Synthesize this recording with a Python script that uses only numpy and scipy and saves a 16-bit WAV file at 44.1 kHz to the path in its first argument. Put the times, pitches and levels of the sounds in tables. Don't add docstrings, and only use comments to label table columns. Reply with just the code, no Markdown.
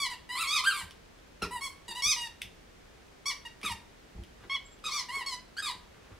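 import sys
import numpy as np
from scipy import signal
from scipy.fft import rfft, irfft, next_fast_len
from scipy.io import wavfile
from scipy.ndimage import uniform_filter1d

SR = 44100
rng = np.random.default_rng(int(sys.argv[2]) if len(sys.argv) > 2 else 0)


def pcm_store(signal):
    levels = np.round(np.clip(np.atleast_2d(signal), -1, 1) * 32767)
    wavfile.write(sys.argv[1], SR, levels.astype(np.int16).T)


N = 272979
TIME_S = np.arange(N) / SR
CUTOFF_HZ = 15750

# frequency in Hz, relative density in dB per Hz.
ROOM_TONE_COLOUR = [(12, -27), (20, 6), (76, -2), (113, -7.5), (167, -6.5), (308, -9.5), (407, -9.5),
                    (442, -9), (495, -11), (889, -15.5), (966, -16.5), (1790, -17), (2170, -18),
                    (6260, -26.5), (15700, -41)]
ROOM_TONE_DB = -56.5
# frequency in Hz, side minus mid in dB.
ROOM_TONE_SIDE = [(60, -25), (130, -6.5), (290, 1.5), (640, 0.5), (1410, -0.5), (3100, -2), (6820, -1.5),
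                  (15000, -3.5)]
# frequency in Hz, side minus mid in dB.
ECHO_SIDE = [(100, -35), (1000, -18.5), (2000, -25), (4000, -7.5), (8000, -1.5), (13000, 4.5)]
# frequency in Hz, side minus mid in dB.
DIRECT_SIDE = [(1000, -28.5), (4000, -14.5), (8000, -12), (12000, -2.5)]
# frequency in Hz, t60 in seconds.
ROOM_T60 = [(100, 0.75), (1000, 0.43), (3000, 0.46), (6000, 0.3), (14000, 0.4)]
# frequency in Hz, level in dB relative to the sound fed in.
ROOM_LEVEL = [(100, -3), (1000, -7), (2500, -5), (5500, -4), (9000, -9), (15000, -5.5)]

# middle in seconds, half length in seconds, level in dB.
BRUSH_STROKES = [(1.434, 0.0086, -41.5), (3.65, 0.0089, -52), (4.19, 0.036, -68), (4.432, 0.015, -55),
                 (5.963, .022, -61), (6.095, 0.049, -58)]
# frequency in Hz, relative level in dB.
BRUSH_COLOUR = [(150, 11), (500, 1), (1400, 8), (2400, -2), (3500, -5), (8000, -26), (15000, -26)]
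# start in seconds, level in dB before colouring.
CLICKS = [(.909, -36.5), (1.188, -53), (1.423, -32), (1.427, -31), (2.4163, -32), (2.4188, -23.5),
          (2.4305, -41), (3.615, -38), (3.633, -34), (4.2367, -41.5), (4.79, -49), (5.956, -63),
          (6.055, -61)]
# frequency in Hz, gain in dB.
CLICK_COLOUR = [(500, -18), (1400, -17), (1950, 2), (3300, 6.5), (4200, -9.5), (5600, -1), (7300, -16.5),
                (9000, -6.5), (11500, -12.5), (15000, -23)]
# start in seconds, relative floor thud in dB, relative hollow knock in dB.
BUMPS = [(0.824, -39.5, -77), (1.421, -40, -31.5), (1.434, -50, -37.5), (1.468, -58, -44),
         (1.885, -70, -49.5), (2.049, -43, -52.5), (2.44, -45, -70), (3.635, -66, -44.5),
         (3.699, -38.5, -56), (4.146, -34.5, -54), (4.181, -34, -52.5), (4.443, -60, -52),
         (4.851, -65, -53), (5.166, -65, -52), (5.746, -49, -58), (6.108, -44.5, -57)]
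# nominal frequency in Hz, mean level in dB, t60 in seconds.
FLOOR_MODES = [(58.7, 2, 0.066), (84, -1, 0.11), (111, -6.5, 0.063), (186, -13.5, 0.19)]
# nominal frequency in Hz, mean level in dB, t60 in seconds.
KNOCK_MODES = [(176, -6, 0.079), (198.6, -1, 0.19), (286, 1.5, 0.052), (334, -2, 0.14), (393, 2, 0.093),
               (467, 0, 0.051), (620, -12.5, 0.058), (840, -3, 0.029)]

# time in seconds, pitch in Hz, level in dB.
WHISTLE = [(4.645, 7450, -100), (4.665, 7440, -53), (4.68, 7800, -78), (4.701, 7540, -82),
           (4.728, 7480, -56), (4.745, 7360, -76)]
# start in seconds, length in seconds, time to the top in seconds,
# start, top and end pitch in Hz before smoothing, arch shape (1 round, 2 bell), relative level at the top in dB,
# extra fundamental in dB, extra treble in dB, rasp from 0 to 1, direct sound against room in dB,
# then the gain of each of the three cavities in dB.
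SQUEAKS = [ (0.0, 0.066, .003, 1156, 1144, 970, 0.93, -35, -3, 5, 0.16, -3, -1, -4, -1.5),
           (0.1, 0.047, 0.0038, 1027, 1012, 913, 1.37, -43, -5.5, 4.5, 0.69, -0.5, -11.5, -14, -6.5),
           (0.292, .058, 0.03, 960, 1003, 1001, 1.6, -39, -9, 3, 0.28, -7, -9.5, -20, -5),
           (0.354, 0.11, .055, 1027, 1354, 1050, 2.5, -35, -0.5, 3, 0.62, -5, -3.5, -19, 3.5),
           (0.47, .13, 0.074, 1102, 1269, 1019, 2.43, -32.5, -0.5, 11, 0.38, -8, -1, -5, -7),
           (0.64, 0.091, 0.035, 1155, 1592, 1240, 1.16, -32.5, 7, 7.5, 0.46, -2, -0.5, -21, -0.5),
           (0.735, 0.091, 0.0053, 1190, 1183, 918, 1.17, -41.5, -0.5, 5.5, 0.9, -5, -6, -14, 3.5),
           (1.421, 0.043, 0.0028, 1374, 1377, 927, 1.52, -36.5, 2, 5.5, .85, -1, -10, -0.5, -6.5),
           (1.51, 0.085, 0.023, 950, 996, 925, 1.8, -47.5, 4, -1.5, 0.27, 0.5, -9, -24, 8),
           (1.61, 0.056, 0.04, 1083, 1119, 1040, 1, -41, 1, -2, 0.27, -7.5, -5, -2, 10.5),
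           (1.882, 0.045, 0.0049, 980, 960, 912, 1.25, -52, 1.5, 15, 0.66, -2, 2, -18, -6.5),
           (1.95, 0.053, 0.026, 923, 997, 950, 1.17, -49, 2.5, 3, 0.35, -1.5, 4.5, -4, 5),
           (2.023, 0.11, 0.078, 1098, 1258, 1039, 1.94, -33.5, -8, 1, 0.17, -3.5, 0, 12, 6.5),
           (2.164, 0.11, 0.0044, 977, 958.5, 868, 0.26, -43, -1.5, -1, .05, -2, -1, -2.5, 4.5),
           (3.258, 0.058, 0.022, 1074, 1157, 920, 0.75, -36, -3, 3.5, 0.2, -4, -3.5, 5.5, -0.5),
           (3.452, 0.021, .004, 942, 950, 910, 0.64, -46.5, -6.5, -11.5, 0.37, -4, -5.5, 0, 8.5),
           (3.631, 0.07, 0.0103, 1102, 1300, 1026, 1.77, -38.5, -4.5, -8.5, 0.99, -1.5, -1.5, 0, 12.5),
           (3.697, 0.0283, .004, 967, 969, 916, 1, -44.5, 4, -1.5, 0.35, -2, -6, -2, 7),
           (4.498, 0.068, 0.055, 1078, 1115, 1000, 1.17, -38.5, -3, -19.5, 0.26, 0.5, 4.5, 10.5, 9.5),
           (4.841, 0.058, 0.0122, 1278, 1273, 1041, 0.86, -49, 10.5, 17.5, 0.99, -2.5, 4.5, -4, -9.5),
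           (4.907, 0.11, 0.037, 1038, 1186, 969, 1.3, -43.5, -1, 15, 0.67, -5, -2.5, 2, -9.5),
           (5.087, 0.14, 0.074, 920, 1104, 909, 0.84, -41, -1.5, -2, 0.47, -3, -8.5, -9, 0.5),
           (5.263, 0.083, 0.0066, 1101, 1111, 999, 3.4, -43, 0, 23.5, 0.37, -2, -3.5, -11, -20),
           (5.569, 0.034, 0.026, 1440, 1643, 1606, 0.97, -40.5, 6, 22.5, 0.91, -2, -6.5, -17, -23),
           (5.624, .088, 0.0028, 1266, 1264, 938, 1.34, -43.5, 5.5, 21, 0.65, -5.5, 2, -15.5, -11.5), ]
# frequency in Hz, gain in dB.
TOY_COLOUR = [(900, 3.5), (1500, -1.5), (1850, 1), (2400, 1.5), (2900, 1), (3600, -0.5), (4400, -1.5),
              (5100, -7), (5700, -7), (6800, -15), (9000, -13.5), (11500, -21.5), (15000, -37)]
# centre in Hz, gaussian half width in Hz.
CAVITIES = [(3500, 700), (5800, 610), (9500, 2700)]
FADE_DB_PER_OCTAVE, DULLING_DB_PER_OCTAVE = 20.5, 6.5
REED_ATTACK_S = 0.0028
WAVER_DB, WAVER_PER_S = 2.5, 86
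BUILD_UP_DB, BUILD_UP_S = 1, 0.027
RUN_OUT_DB_PER_S = 20


def from_db(db):
    return 10 ** (np.asarray(db) / 20)


def rms_one(x):
    return x / np.sqrt(np.mean(x ** 2) + 1e-20)


def at_hz(points, hz):
    knots_hz, values = np.transpose(points)
    return np.interp(np.log(np.maximum(hz, 1)), np.log(knots_hz), values)


def coloured(x, spectrum):
    length = x.shape[-1]
    size = next_fast_len(length + 2048)
    gain = from_db(at_hz(spectrum, np.fft.rfftfreq(size, 1 / SR)))
    return irfft(rfft(x, size) * gain, size)[..., :length]


def drift(rate_per_s, length):
    knots = rng.standard_normal(4096)
    return np.interp(np.arange(length) * rate_per_s / SR, np.arange(len(knots)), knots)


def stereo(mid, side):
    return np.array([mid + side, mid - side])


def add(track, start_s, sound):
    start = max(round(start_s * SR), 0)
    track[start:start + len(sound)] += sound[:max(N - start, 0)]


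def room_tone():
    mid, side = coloured(rng.standard_normal((2, N)), ROOM_TONE_COLOUR)
    side = coloured(rms_one(side), ROOM_TONE_SIDE)
    return from_db(ROOM_TONE_DB) * stereo(rms_one(mid), side)


def living_room(x, build_up_s=0.02, first_echo_s=0.004, early_db=6, early_t60_s=0.14):
    t = TIME_S[:SR * 3 // 5]
    density = np.clip(0.022 + (t / build_up_s) ** 2 / 10, 0, 1)
    present = rng.random((2, len(t))) < density
    echoes = rng.standard_normal((2, len(t))) * present / np.sqrt(density) * (t > first_echo_s)
    spectrum = rfft(echoes)
    hz = np.fft.rfftfreq(len(t), 1 / SR)
    centres_hz = np.geomspace(100, 14000, 8)
    response = 0
    for centre_hz, share in zip(centres_hz, np.eye(len(centres_hz))):
        band = irfft(spectrum * at_hz(np.c_[centres_hz, share], hz), len(t))
        late = from_db(-60 * t / at_hz(ROOM_T60, centre_hz))
        decay = late + from_db(early_db - 60 * t / early_t60_s)
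        response = response + band * decay / np.sqrt(np.sum(decay[t > first_echo_s] ** 2))
    response = coloured(response, ROOM_LEVEL)
    mid, side = signal.fftconvolve(x[None], response, axes=1)[:, :N]
    return stereo(mid, coloured(side, ECHO_SIDE))


def brushing():
    strokes = np.zeros(N)
    for middle_s, half_s, level_db in BRUSH_STROKES:
        strokes += from_db(level_db) * np.exp(-0.5 * ((TIME_S - middle_s) / half_s) ** 2)
    grains = rng.standard_normal(N) * from_db(4.5 * drift(150, N))
    return strokes * rms_one(coloured(grains, BRUSH_COLOUR))


def clicks(crack_t60_s=0.01, rattle_db=-17, rattle_t60_s=0.16):
    out = np.zeros(N)
    t = TIME_S[:SR // 8]
    decay = from_db(-60 * t / crack_t60_s) + from_db(rattle_db - 60 * t / rattle_t60_s)
    for start_s, level_db in CLICKS:
        add(out, start_s, from_db(level_db) * decay * rng.standard_normal(len(t)))
    return coloured(out, CLICK_COLOUR)


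def struck(modes, contact_s, scuff=0.2, scuff_t60_s=0.12, scuffs_per_s=900):
    t = TIME_S[:SR // 3]
    strength_db = rng.normal(0, 1.5, len(modes))
    detune = rng.normal(1, 0.03, len(modes))
    rings = np.zeros(len(t))
    for k, (hz, db, t60_s) in enumerate(modes):
        decay = from_db(db + strength_db[k] - 60 * t / t60_s)
        rings += (-1) ** k * decay * np.sin(2 * np.pi * hz * detune[k] * t)
    grains = rng.standard_normal(len(t)) * (rng.random(len(t)) < scuffs_per_s / SR)
    force = scuff * grains * from_db(-60 * t / scuff_t60_s)
    force[0] = 1
    return signal.fftconvolve(force, rings * (1 - np.exp(-t / contact_s)))[:len(t)]


def bumps(thud_db=2.0, knock_db=-3.0):
    out = np.zeros(N)
    for start_s, floor_db, hollow_db in BUMPS:
        add(out, start_s, from_db(floor_db + thud_db) * struck(FLOOR_MODES, contact_s=0.0062))
        add(out, start_s, from_db(hollow_db + knock_db) * struck(KNOCK_MODES, contact_s=0.00041))
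    return out


def whistle():
    time_s, pitch_hz, level_db = np.transpose(WHISTLE)
    gain = np.interp(TIME_S, time_s, from_db(level_db), left=0, right=0)
    phase = 2 * np.pi * np.cumsum(np.interp(TIME_S, time_s, pitch_hz)) / SR
    return gain * np.sin(phase)


def air_flow(length_s, top_s, start_hz, top_hz, end_hz, shape, t):
    top_s = np.clip(top_s, 0.001, 0.95 * length_s)
    progress = np.interp(t, [0, top_s, length_s], [0, 1, 0])
    arch = np.sin(np.pi / 2 * progress) ** abs(shape)
    foot_hz = np.where(t < top_s, start_hz, end_hz)
    return uniform_filter1d(foot_hz + (top_hz - foot_hz) * arch, size=300)


def toy_gain_db(hz, treble_db, cavity_db, treble_from_hz=3000):
    cavities_db = 0
    cavity_hz = np.minimum(hz, CAVITIES[-1][0])
    for db, (centre_hz, width_hz) in zip(cavity_db, CAVITIES):
        cavities_db = cavities_db + db * np.exp(-0.5 * ((cavity_hz - centre_hz) / width_hz) ** 2)
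    shelf_db = treble_db * np.clip(np.log2(hz / treble_from_hz), 0, 1)
    return at_hz(TOY_COLOUR, hz) + shelf_db + cavities_db


def reed_buzz(pitch_hz, phase, treble_db, pure_db, rasp, cavity_db, dispersion_rad=0.476, flutter_db=6):
    buzz = np.zeros(len(phase))
    for k in range(1, int(CUTOFF_HZ / pitch_hz.min()) + 1):
        partial_hz = k * pitch_hz
        partial_db = toy_gain_db(partial_hz, treble_db, cavity_db) + pure_db * (k == 1)
        partial_db = partial_db + flutter_db * rasp * drift(301.5, len(phase))
        lag = dispersion_rad * k ** 2
        audible = partial_hz < SR / 2
        buzz += np.sqrt(2) * from_db(partial_db) * np.cos(k * phase - lag) * audible
    return buzz


def escaping_air(phase, treble_db, cavity_db):
    hz = np.geomspace(500, CUTOFF_HZ, num=60)
    air = rng.standard_normal(SR // 4)[:len(phase)] * (1 + np.cos(phase))
    air = coloured(air, np.c_[hz, toy_gain_db(hz, treble_db.mean(), cavity_db)])
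    return signal.sosfilt(signal.butter(2, 1500, "high", fs=SR, output="sos"), air)


def squeak(gesture, level_top_db, pure_db, bright_db, rasp, cavity_db):
    lead_s, release_s, jitter, air_db = 0.0022, 0.0064, 0.021, -12
    length_s, top_s = gesture[:2]
    t = np.arange(-lead_s, length_s + release_s, 1 / SR)
    pitch_hz = air_flow(*gesture, t)
    sag_octaves = np.log2(pitch_hz.max() / pitch_hz)
    level_db = level_top_db - FADE_DB_PER_OCTAVE * sag_octaves + WAVER_DB * drift(WAVER_PER_S, len(t))
    level_db = level_db - BUILD_UP_DB * np.exp(-(t - t[0]) / BUILD_UP_S)
    level_db = level_db - RUN_OUT_DB_PER_S * np.maximum(t - top_s, 0)
    treble_db = bright_db - DULLING_DB_PER_OCTAVE * sag_octaves
    pitch_hz = pitch_hz * (1 + jitter * rasp * drift(592.0, len(t)))
    phase = 2 * np.pi * np.cumsum(pitch_hz) / SR
    buzz = reed_buzz(pitch_hz, phase, treble_db, pure_db, rasp, cavity_db)
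    air = escaping_air(phase, treble_db, cavity_db) * np.sqrt(SR / 2 / pitch_hz)
    gate = np.clip((t - t[0]) / REED_ATTACK_S, 0, 1) * np.clip((t[-1] - t) / release_s, 0, 1)
    return t[0], from_db(level_db) * gate * (buzz + rasp * from_db(air_db) * air)


def toy(level_db=-1.0):
    straight, scattered = np.zeros((2, N))
    for start_s, *row in SQUEAKS:
        gesture = row[:6]
        level_top_db, pure_db, bright_db, rasp, facing_db, *cavity_db = row[6:]
        rasp = np.clip(rasp, 0, 1)
        offset_s, sound = squeak(gesture, level_top_db, pure_db, bright_db, rasp, cavity_db)
        add(straight, start_s + offset_s, sound * from_db(level_db + facing_db / 2))
        add(scattered, start_s + offset_s, sound * from_db(level_db - facing_db / 2))
    return straight, scattered


def scene():
    straight, scattered = toy()
    handling = whistle() + bumps() + clicks() + brushing()
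    dog = straight + handling
    quadrature = signal.hilbert(dog, next_fast_len(N)).imag[:N]
    direct = stereo(dog, coloured(quadrature, DIRECT_SIDE))
    echoes = living_room(scattered + handling)
    balance = from_db([[-0.2], [0.2]])
    return (direct + echoes) * balance + room_tone()


def record(dry):
    dry = signal.sosfilt(signal.butter(4, 28, "high", fs=SR, output="sos"), dry)
    return signal.sosfilt(signal.ellip(12, 0.1, 80, CUTOFF_HZ, fs=SR, output="sos"), dry)


dry = scene()
out = record(dry)
pcm_store(out)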